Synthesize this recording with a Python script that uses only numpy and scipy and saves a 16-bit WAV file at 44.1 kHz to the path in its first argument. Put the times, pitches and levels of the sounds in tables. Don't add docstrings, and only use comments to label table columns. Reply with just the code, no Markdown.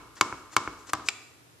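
import sys
import numpy as np
from scipy import signal
from scipy.fft import rfft, irfft
from scipy.io import wavfile

SR = 44100
rng = np.random.default_rng(int(sys.argv[2]) if len(sys.argv) > 2 else 0)


def ratio(d):
    e = np.asarray(d, float) / 20
    return 10 ** e


def unload_wav(signal):
    wavfile.write(
        sys.argv[1],
        SR,
        np.round(np.clip(np.atleast_2d(signal).T, -1, 1) * 32767).astype(np.int16),
    )


N = 70560
RUN_IN = 13230
M = N + RUN_IN


def at_hz(points, hz):
    table_hz, values = np.array(points).T
    return np.interp(np.log(hz), np.log(table_hz), values)


def rms_one(x):
    return x / np.sqrt(np.mean(x ** 2) + 1e-20)


def butter(x, order, hz, kind="low"):
    return signal.sosfilt(signal.butter(order, hz, kind, fs=SR, output="sos"), x)


def ring(clicks, hz, t60_s):
    r, w = ratio(-60 / (t60_s * SR)), 2 * np.pi * hz / SR
    return signal.lfilter([0, np.sin(w)], [1, -2 * r * np.cos(w), r * r], clicks + 1e-18)


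EDGES_HZ = 22 * 2 ** np.arange(0, 9.7, .5)
BANK = [signal.butter(2, [low, high], "band", fs=SR, output="sos")
        for low, high in zip(EDGES_HZ, EDGES_HZ[1:])]


def bands(source, likeness, gain):
    out = 0
    for k, hz in enumerate(np.sqrt(EDGES_HZ[1:] * EDGES_HZ[:-1])):
        mid, side = signal.sosfilt(BANK[k], source[k % 2])
        alike = np.clip(at_hz(likeness, hz), -1, 1)
        stereo = np.sqrt(1 + alike) * mid + np.sqrt(1 - alike) * side * [[1], [-1]]
        out = out + gain(hz) * stereo
    return out


# frequency in Hz, left-right likeness.
ONE_POINT = [(1, 1), (2, 1)]


def point_noise(source, colour):
    return rms_one(bands(source, ONE_POINT, lambda hz: ratio(at_hz(colour, hz)))[0])


# frequency in Hz, level in dB per Hz.
AIR_COLOUR = [(15, -63), (25, -46), (117, -3), (210, -21.5), (331, -6.5), (443, -17), (549, -16.5),
              (775, -17), (14500, -30)]
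# frequency in Hz, left-right likeness.
AIR_LIKENESS = [(60, 0.2), (240, 0.6), (950, -0.24), (3770, -0.015), (15000, -0.14)]


def air():
    air_db, hum_hz, hum_db = -57.5, 117, -70
    noise = bands(rng.standard_normal((2, 2, M)), AIR_LIKENESS, lambda hz: ratio(at_hz(AIR_COLOUR, hz)))
    hum = np.sin(2 * np.pi * hum_hz * np.arange(M) / SR)
    return ratio(air_db) * rms_one(noise) + ratio(hum_db) * hum


def contact(rings, cut_hz, db, reach):
    strike = ratio(db + rng.standard_normal(len(rings)))
    return butter((reach * strike) @ rings, 3, min(cut_hz, 18000))


# frequency in Hz, level in dB per Hz.
CHATTER_COLOUR = [(1500, -25.5), (3000, 7), (5000, 4.5), (7000, 4.5), (9000, -17.5), (14000, -21)]


def chatter(t):
    t60_s = .022
    grains = rng.standard_normal((2, 2, len(t))) * rng.random(len(t))
    return point_noise(grains, CHATTER_COLOUR) * ratio(-60 * t / t60_s)


def edge_tick(t):
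    hz, ring_t60_s, scrape_t60_s = 8400, .0007, .0038
    scrape = rng.standard_normal(len(t)) * ratio(-60 * t / scrape_t60_s)
    return np.diff(ring(scrape, hz, ring_t60_s), prepend=0)


def knocks(rows, modes, high_reach_db):
    tick_lead_s = .0012
    smack_db, scatter_db = 12, 26
    scattered_above_hz = 3000
    out, t = np.zeros((2, M)), np.arange(SR // 5) / SR
    short = t[:SR // 20]
    click = 1 * (t == 0)
    smack = butter(click[:len(short)], 2, [2730, 9200], "band")
    rings = np.array([ratio(db) * butter(ring(click, hz, t60_s), 2, 1.02 * hz, "high")
                      for hz, db, t60_s in modes])
    to_room = np.where(np.array(modes)[:, 0] < scattered_above_hz, 1, ratio(high_reach_db))
    reach = np.array([np.ones(len(modes)), to_room])
    for s, db, tick_db, cut_hz, chatter_db in rows:
        at = RUN_IN + int(s * SR)
        out[:, at:at + len(t)] += contact(rings, cut_hz, db, reach)
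        near = chatter(short) + ratio(smack_db) * smack
        out[:, at:at + len(short)] += ratio(chatter_db) * np.array([near, ratio(scatter_db) * smack])
        early = at - int(tick_lead_s * SR)
        out[0, early:early + len(short)] += ratio(tick_db) * edge_tick(short)
    return out


# start in s, peak in dB, edge tick in dB, contact cut in Hz, chatter in dB.
TAPS = [
    (-.14, -8.5, -16, 5820, -25.5),
    (.2112, -2, -26, 7200, -16.5),
    (.5658, -3, -26.5, 6200, -18.5),
]
# frequency in Hz, level in dB, t60 in s.
CASE = [(100.5, -28.5, 0.057), (224.5, -33, 0.08), (322, -23.5, 0.024), (356, -18.5, 0.037),
        (453, -16, 0.014), (852, -36, 0.096), (1047, -17.5, 0.089), (1180, -2.5, 0.017), (1328, -3, 0.012),
        (1593, -21, 0.027), (2230, -7.5, 0.03), (2507, -1.5, 0.004), (4493, -3.5, 0.0038),
        (6630, -2, 0.0031)]


def case_taps():
    return knocks(TAPS, CASE, high_reach_db=-22)


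# start in s, peak in dB, edge tick in dB, contact cut in Hz, chatter in dB.
ROCKS = [
    (-.028, -22.5, -76, 1790, -63),
    (.3257, -22.5, -80, 1840, -67),
    (.6755, -19, -80, 1930, -49),
    (.998, -31, -80, 1500, -57),
]
# frequency in Hz, level in dB, t60 in s.
CASE_ROCK = [(58.4, -21, 0.19), (89, -12, 0.047), (322, -8.5, 0.029), (416, -17, 0.082),
             (890, -27.5, 0.041), (1082, -2, .02), (1310, 6.5, 0.0077), (1600, -16, 0.004),
             (2188, -1, 0.024)]


def case_rocks():
    return knocks(ROCKS, CASE_ROCK, high_reach_db=0)


# peak in s, rms in dB, rise in s, fall in s, treble in dB.
SQUEEZES = [(.158, -62, 0.0029, 0.0052, 9.5), (0.17, -47, 0.0028, 0.019, -7.5),
            (0.538, -48, 0.013, 0.0074, -1), (.79, -63.5, .01, 0.04, 5), (0.876, -52.5, 0.0066, 0.0092, 2),
            (0.898, -39.5, 0.0049, .005, -5.5), (0.954, -42.5, 0.0028, .003, -9),
            (1.079, -55.5, 0.016, .006, 12.5)]
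# frequency in Hz, level in dB per Hz.
FOAM_COLOUR = [(180, -33), (300, -1), (593, -8), (1400, 2), (2040, -8), (2730, -11), (7700, -5.5),
               (14500, -61)]


def foam():
    grains_per_s, spread_db, split_hz = 9000, 2.0, 4200
    t = (np.arange(M) - RUN_IN) / SR
    popping = rng.random((2, 2, M)) < grains_per_s / SR
    size = ratio(spread_db * np.minimum(rng.exponential(1, M), 3.0))
    full = point_noise(popping * size * rng.choice([-1, 1], M), FOAM_COLOUR)
    low, high = butter(full, 2, split_hz), butter(full, 2, split_hz, "high")
    out = np.zeros(M)
    for s, db, rise_s, fall_s, treble_db in SQUEEZES:
        swell = np.exp(-((t - s) / np.where(t < s, rise_s, fall_s)) ** 2 / 2)
        out += ratio(db) * swell * (low - ratio(treble_db) * high)
    return out


# start in s, peak in dB, edge tick in dB, contact cut in Hz, chatter in dB.
SLANT_TAPS = [
    (.9343, -13, -24.5, 4000, -25.5),
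    (.9368, -30.5, -66, 3020, -45),
]
# frequency in Hz, level in dB, t60 in s.
CASE_SLANT = [(93.6, -17.5, 0.06), (320, -10, 0.03), (416.7, -23.5, 0.096), (686, -17.5, 0.017),
              (798, -7, 0.028), (1023, -11, 0.067), (1179, 6, 0.012), (1530, -6, 0.022),
              (2083, -12.5, 0.029), (2440, -19.5, 0.034), (3320, -28, 0.014), (4370, -13, 0.0048)]


def slanted_pat():
    return knocks(SLANT_TAPS, CASE_SLANT, high_reach_db=-8)


# start in s, peak in dB, edge tick in dB, contact cut in Hz, chatter in dB.
SNAPS = [
    (1.0865, -8.5, -39, 9000, -18.5),
    (1.0905, -22.5, -60, 9000, -37),
]
# frequency in Hz, level in dB, t60 in s.
BLOCK = [(860, -24.5, 0.047), (400, -26, 0.028), (1500, -6, 0.0094), (1983, -3.5, 0.0068),
         (2350, -5, 0.029), (2490, -7.5, 0.011), (2590, -5, 0.01), (3510, -13, 0.026), (4000, -14, 0.016),
         (4740, -2.5, 0.0019), (7420, -9.5, 0.017), (9000, -6.5, .005)]


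def rubber_snap():
    return knocks(SNAPS, BLOCK, high_reach_db=-0.5)


# delay in s, level in dB, left-right in dB.
ECHOES = [
    (.0095, -32, 2),
    (.0155, -31, -2),
]
# frequency in Hz, t60 in s.
ROOM_T60 = [(60, .5), (300, 0.56), (1100, 0.81), (2500, 0.74), (6000, 0.74), (12000, 0.72)]
# frequency in Hz, level in dB.
ROOM_COLOUR = [(60, -8), (300, -6.5), (1100, -18), (2500, -20.5), (6000, -16), (12000, -35.5)]
# frequency in Hz, left-right likeness.
ROOM_LIKENESS = [(60, .9), (300, 0.94), (1000, 0.94), (2500, 0.257), (8000, 0.05)]


def room(x):
    onset_s, smear_s = .017, .002
    t = np.arange(SR) / SR
    build = 1 - np.exp(-(t / onset_s) ** 2)
    early = 0
    for lag_s, db, pan_db in ECHOES:
        level = ratio(db + 19.5 + pan_db * np.array([[.5], [-.5]]))
        early = early + level * (t > lag_s) * np.exp(-np.abs(t - lag_s) / smear_s)
    tail = bands(rng.standard_normal((2, 2, SR)), ROOM_LIKENESS,
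                 lambda hz: ratio(at_hz(ROOM_COLOUR, hz) - 29 - 60 * t / at_hz(ROOM_T60, hz)))
    return signal.fftconvolve(x[None], tail * (build + 10 * early), axes=1)[:, :M]


def ports(x):
    from_hz, to_hz, damping, left_lag_s, left_db = 4570, 6510, 1, 6e-5, 0
    hz = np.fft.rfftfreq(M, 1 / SR)
    rise, level = (1 - (hz / corner) ** 2 + 1j * damping * hz / corner for corner in (from_hz, to_hz))
    half = ratio(left_db) * rise / level * np.exp(-1j * np.pi * hz * left_lag_s)
    return irfft(rfft(x) * np.array([half, 1 / half]), M)


def top_cut(x):
    return signal.sosfiltfilt(signal.butter(10, 14250, fs=SR, output="sos"), x)


def scene():
    near, feed = case_taps() + slanted_pat() + case_rocks() + rubber_snap() + foam()
    return (ports(near) + top_cut(room(feed) + air()))[:, RUN_IN:]


def band_limit(x):
    return signal.sosfilt(signal.butter(12, 16790, fs=SR, output="sos"), x)


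def record(dry):
    bass_cut_hz, top_leak_db = 25, -30
    dry = butter(dry, 2, bass_cut_hz, "high")
    cut = top_cut(dry)
    return band_limit(cut + ratio(top_leak_db) * (dry - cut))


dry = scene()
out = record(dry)
unload_wav(out)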